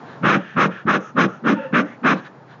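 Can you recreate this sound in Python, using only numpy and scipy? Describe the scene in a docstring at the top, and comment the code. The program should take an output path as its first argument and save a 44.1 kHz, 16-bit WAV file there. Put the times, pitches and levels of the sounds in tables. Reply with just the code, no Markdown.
"""Outdoors, cloth rubs softly, then a bee smoker is pumped seven times over an open hive.
Each squeeze of the bellows makes the can boom hollowly and drives a jet of air through the nozzle;
after each, the bellows draw air back with a faint wheeze; after the fifth the can hums along.
Jet, rush, hiss and air are coloured noise, resonances are noise-modulated carriers, knocks short sines.
A dull echo and faint scatter trail the smoker, more rubs close the scene; a limiter flattens the puffs."""
import sys
import numpy as np
from scipy import signal
from scipy.fft import rfft, irfft
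from scipy.io import wavfile
from scipy.ndimage import uniform_filter1d, minimum_filter1d

SR = 44100
rng = np.random.default_rng(int(sys.argv[2]) if len(sys.argv) > 2 else 0)


def store_pcm(level_fs):
    """Save levels as 16-bit WAV."""
    pcm = np.round(np.clip(level_fs, -1, 1) * 32767).astype(np.int16)
    wavfile.write(sys.argv[1], SR, np.atleast_2d(pcm).T)


N = 114660
T = np.arange(N) / SR


def from_db(db):
    """Decibels to amplitude gain."""
    return 10 ** (np.asarray(db) / 20)


def rms_one(x):
    """Scale to unit power."""
    return x / np.sqrt(np.mean(x ** 2) + 1e-20)


def noise(spectrum):
    """Noise coloured by a spectrum interpolated in dB over log frequency, rms 1."""
    hz, db = np.transpose(spectrum)
    f = np.maximum(np.fft.rfftfreq(N, 1 / SR), 1)
    colour = from_db(np.interp(np.log(f), np.log(hz), db))
    return rms_one(irfft(rfft(rng.standard_normal(N)) * colour, N))


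def slow(rate_hz):
    """Random wandering up to a given rate, rms 1."""
    low_pass = signal.butter(2, rate_hz, fs=SR, output="sos")
    wander = signal.sosfilt(low_pass, rng.standard_normal(2 * N))
    return rms_one(wander[N:])  # first half lets the filter settle


def resonance(hz, width_hz):
    """A resonance stirred by turbulent air: slow noise on two quadrature carriers; hz may glide."""
    phase = 2 * np.pi * np.cumsum(hz * np.ones(N)) / SR
    return slow(width_hz / 2) * np.cos(phase) + slow(width_hz / 2) * np.sin(phase)


def stroke(start_s, length_s, rise_s, fall_s, arch=0):
    """Envelope of one stroke: smooth rise, hold arched by a power of a half sine, smooth fall."""
    t = T - start_s
    rise = np.sin(np.pi / 2 * np.clip(t / rise_s, 0, 1))
    fall = np.sin(np.pi / 2 * np.clip((length_s - t) / fall_s, 0, 1))
    hold = np.abs(np.sin(np.pi * np.clip(t / length_s, 0, 1))) ** arch
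    return (rise * fall) ** 2 * hold


def open_air():
    """Steady coloured noise of the open air under a slowly changing level."""
    # spectrum: hz, db_per_hz
    air_spectrum = [(25, -18.5), (55, -11.5), (90, -10.5), (130, 10.5), (190, 2), (400, -2.5), (900, -3),
                    (1600, -11.5), (2400, -23), (4000, -29.5), (6800, -37)]
    # level: time_s, level_db
    air_level = [(0, -38), (0.2, -38.5), (0.5, -45), (1.1, -46), (1.5, -43.5), (2.0, -44), (2.6, -44.5)]
    return noise(air_spectrum) * from_db(np.interp(T, *np.transpose(air_level)))


def rubs():
    """Cloth of suit and glove slides as the arm moves: noise swelling and fading symmetrically."""
    # rubs: start_s, length_s, level_db
    rub_events = [(-0.004, 0.22, -45.5), (2.134, 0.088, -38), (2.232, 0.062, -40), (2.452, 0.14, -48.5)]
    # spectrum: hz, db_per_hz
    rub_spectrum = [(150, -19), (500, -1), (1700, 14.5), (2400, -1.5), (3200, -1), (3900, 0), (4700, -11),
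                    (7000, -20.5)]
    envelope = sum(from_db(level_db) * stroke(start_s, length_s, length_s / 2, length_s / 2)
                   for start_s, length_s, level_db in rub_events)
    return noise(rub_spectrum) * envelope


def echo(t60_s):
    """A dying train of random reflections with unit energy."""
    delay_s = 0.015
    tail = rng.standard_normal(N) * from_db(-60 * T / t60_s) * (T > delay_s)
    return tail / np.sqrt(np.sum(tail ** 2))


def yard(x):
    """A dull echo from the surroundings and a faint bright scatter from the hives close by."""
    echo_db, echo_t60_s, echo_dull_hz = -10.5, 0.25, 850  # echo_db: ahead of the dulling
    scatter_db, scatter_t60_s = -30, 0.47
    low_pass = signal.butter(2, echo_dull_hz, fs=SR, output="sos")
    dull = signal.sosfilt(low_pass, echo(echo_t60_s))
    response = from_db(echo_db) * dull + from_db(scatter_db) * echo(scatter_t60_s)
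    return signal.fftconvolve(x, response)[:N]


def refills():
    """Air is sucked back through the bellows' port with a wavering wheeze; once the can hums along."""
    # refills: start_s, length_s, air_db, wheeze_hz, wheeze_width_hz, wheeze_db, glide_hz_per_s, sizzle_db
    refill_strokes = [(0.357, 0.24, -42.5, 1675, 226, -45.5, 294.5, -72),
                      (0.689, 0.17, -41, 1498, 400, -40, -500, -71),
                      (0.986, 0.16, -48, 1273, 202.5, -40.5, -7.5, -56),
                      (1.26, 0.16, -50.5, 1332, 171, -40, 495, -62.5),
                      (1.518, 0.2, -43.5, 1404, 188, -39.5, 0.5, -85),
                      (1.83, 0.160, -49, 1950, 350, -44.5, 2999, -66),
                      (2.143, 0.19, -52, 1680, 80, -48, 1499, -67)]
    # spectrum of the drawn air: hz, db_per_hz
    draw_spectrum = [(100, -19), (250, -33), (600, -30), (1050, -6.5), (1350, 6.5), (1800, 9.5),
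                     (2050, -1.5), (2450, 0.5), (3400, -5), (4400, -22), (6400, -23.5), (7000, -37.5)]
    # thin sizzle at the port: hz, db_per_hz
    sizzle_spectrum = [(2000, -32.5), (4600, -21), (5500, 1), (6200, 3.5), (6600, 3), (7000, -9)]
    # the one hollow draw: start_s, length_s, level_db (at its start)
    hollow_draw = (1.55, 0.2, -34)
    # modes of the can: mode_hz, width_hz, level_db
    can_modes = [(264, 18, -8), (539.7, 37, 5), (898, 24, -2), (1720, 56, -5), (2670, 200, -11)]
    rise_s, fall_s = 0.031, 0.082
    waver_share, waver_hz = 0.008, 14
    hollow_fade_db_per_s = 63

    draw, sizzle, out = noise(draw_spectrum), noise(sizzle_spectrum), 0
    waver = 1 + waver_share * slow(waver_hz)
    for start_s, length_s, air_db, hz, width_hz, wheeze_db, glide_hz_per_s, sizzle_db in refill_strokes:
        from_middle_s = np.clip(T - start_s - length_s / 2, -length_s, length_s)
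        wheeze = resonance(waver * (hz + glide_hz_per_s * from_middle_s), width_hz)
        air = from_db(air_db) * draw + from_db(wheeze_db) * wheeze + from_db(sizzle_db) * sizzle
        out = out + air * stroke(start_s, length_s, rise_s, fall_s)

    start_s, length_s, level_db = hollow_draw
    hum = sum(from_db(mode_db) * resonance(waver * mode_hz, width_hz)
              for mode_hz, width_hz, mode_db in can_modes)
    fade = from_db(level_db - hollow_fade_db_per_s * np.clip(T - start_s, 0, length_s))
    return out + fade * hum * stroke(start_s, length_s, rise_s, fall_s)


def knocks():
    """Short low knocks near the start of some puffs, about two cycles of a sine."""
    # knocks: start_s, peak_db
    knock_events = [(0.233, -14), (0.568, -12), (0.851, -15), (1.731, -21.5)]
    knock_hz, length_s = 198.4, 0.0099
    out = 0
    for start_s, peak_db in knock_events:
        sine = np.sin(2 * np.pi * knock_hz * (T - start_s))
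        out = out + from_db(peak_db) * sine * stroke(start_s, length_s, length_s / 2, length_s / 2)
    return out


def puffs():
    """The can booms as soon as air moves; rush and jet follow, and the hiss needs the fastest flow."""
    # squeezes: start_s, length_s, jet_db, boom_db, rush_db, hiss_db, upper_nozzle_db, nozzle_hz, can_hz
    squeezes = [(0.215, 0.17, -13.5, -16.5, -18.5, -23.5, -22, 1316, 195),
                (0.55, 0.13, -12, -19, -18, -21.5, -24.5, 1310, 184.6),
                (0.854, 0.13, -13, -20, -16.5, -23, -30.5, 1367, 190),
                (1.149, 0.12, -13.5, -18, -17, -22.5, -38, 1303, 200),
                (1.429, 0.12, -18.5, -17.5, -20.5, -28.5, -35.5, 1343, 245),
                (1.716, 0.11, -13, -16, -17, -24.5, -21, 1450, 235),
                (2.022, 0.13, -12, -17, -19.5, -22, -23.5, 1342, 224.3)]
    # spectra of the low rush through the can, the jet and its hiss: hz, db_per_hz
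    rush_spectrum = [(50, -39), (90, -31.5), (130, -8.5), (310, 1), (420, -2.5), (600, -5.5), (760, -20),
                     (1200, -11.5), (2500, -42), (7000, -57)]
    jet_spectrum = [(90, -43), (250, -30), (800, -3), (940, -6.5), (1130, 5), (1700, 2), (2000, -8),
                    (2550, -15.5), (3300, -18.5), (4100, -29.5), (4550, -42.5), (7000, -67)]
    hiss_spectrum = [(900, -7.5), (1700, -6), (2400, 0), (3000, -7.5), (3900, -11.5), (4300, -19),
                     (4550, -32), (4900, -17), (6400, -17.5), (7000, -30.5)]
    boom_lead_s, boom_lag_s, boom_rise_s, boom_fall_s = 0.014, 0.0049, 0.058, 0.017
    can_width_hz, boom_low_hz = 91.3, 140.4
    rush_lag_s, rush_rise_s, rush_fall_s = 0.011, 0.048, 0.039
    jet_rise_s, jet_fall_s, jet_arch = 0.051, 0.029, 0.64
    nozzle_width_hz, nozzle_db = 204, -7  # nozzle_db: relative to the jet noise
    upper_hz, upper_width_hz = 2247, 790
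    hiss_lag_s, hiss_rise_s, hiss_fall_s, hiss_arch = 0.013, 0.078, 0.011, 2.05

    rush, jet, hiss, out = noise(rush_spectrum), noise(jet_spectrum), noise(hiss_spectrum), 0
    low_cut = signal.butter(4, boom_low_hz, "high", fs=SR, output="sos")
    for start_s, length_s, jet_db, boom_db, rush_db, hiss_db, upper_db, nozzle_hz, can_hz in squeezes:
        boom = signal.sosfilt(low_cut, resonance(can_hz, can_width_hz))
        boom_length_s = length_s + boom_lead_s + boom_lag_s
        boom_flow = stroke(start_s - boom_lead_s, boom_length_s, boom_rise_s, boom_fall_s)
        rush_flow = stroke(start_s, length_s + rush_lag_s, rush_rise_s, rush_fall_s)
        roar = jet + from_db(nozzle_db) * resonance(nozzle_hz, nozzle_width_hz)
        upper = resonance(upper_hz, upper_width_hz)
        jet_flow = stroke(start_s, length_s, jet_rise_s, jet_fall_s, jet_arch)
        hiss_flow = stroke(start_s, length_s + hiss_lag_s, hiss_rise_s, hiss_fall_s, hiss_arch)
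        out = out + from_db(boom_db) * boom * boom_flow
        out = out + from_db(rush_db) * rush * rush_flow
        out = out + (from_db(jet_db) * roar + from_db(upper_db) * upper) * jet_flow
        out = out + from_db(hiss_db) * hiss * hiss_flow
    return out


def scene():
    """The smoker close by, its echo, the rubs and the open air, in one channel."""
    smoker = refills() + knocks() + puffs()
    return (open_air() + rubs() + yard(smoker) + smoker)[None]


def record(dry):
    """The microphone drops the deep bass, a fast limiter holds the peaks down, the top is cut."""
    mic_low_hz, cutoff_hz = 108, 7100
    ceiling, release_db_per_s = 0.53, 147  # ceiling: amplitude ahead of the top cut
    low_cut = signal.butter(3, mic_low_hz, "high", fs=SR, output="sos")
    top_cut = signal.ellip(10, 0.2, 80, cutoff_hz, fs=SR, output="sos")
    dry = signal.sosfilt(low_cut, dry)
    over_db = 20 * np.log10(np.maximum(np.abs(dry[0]) / ceiling, 1))
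    # instant attack, release linear in dB
    ramp_db = release_db_per_s * T
    gain_db = ramp_db - np.maximum.accumulate(over_db + ramp_db)
    # centred windows: the gain falls smoothly ahead of each peak
    gain_db = uniform_filter1d(minimum_filter1d(gain_db, size=129), size=129)
    return signal.sosfilt(top_cut, dry * from_db(gain_db))


dry = scene()
out = record(dry)
store_pcm(out)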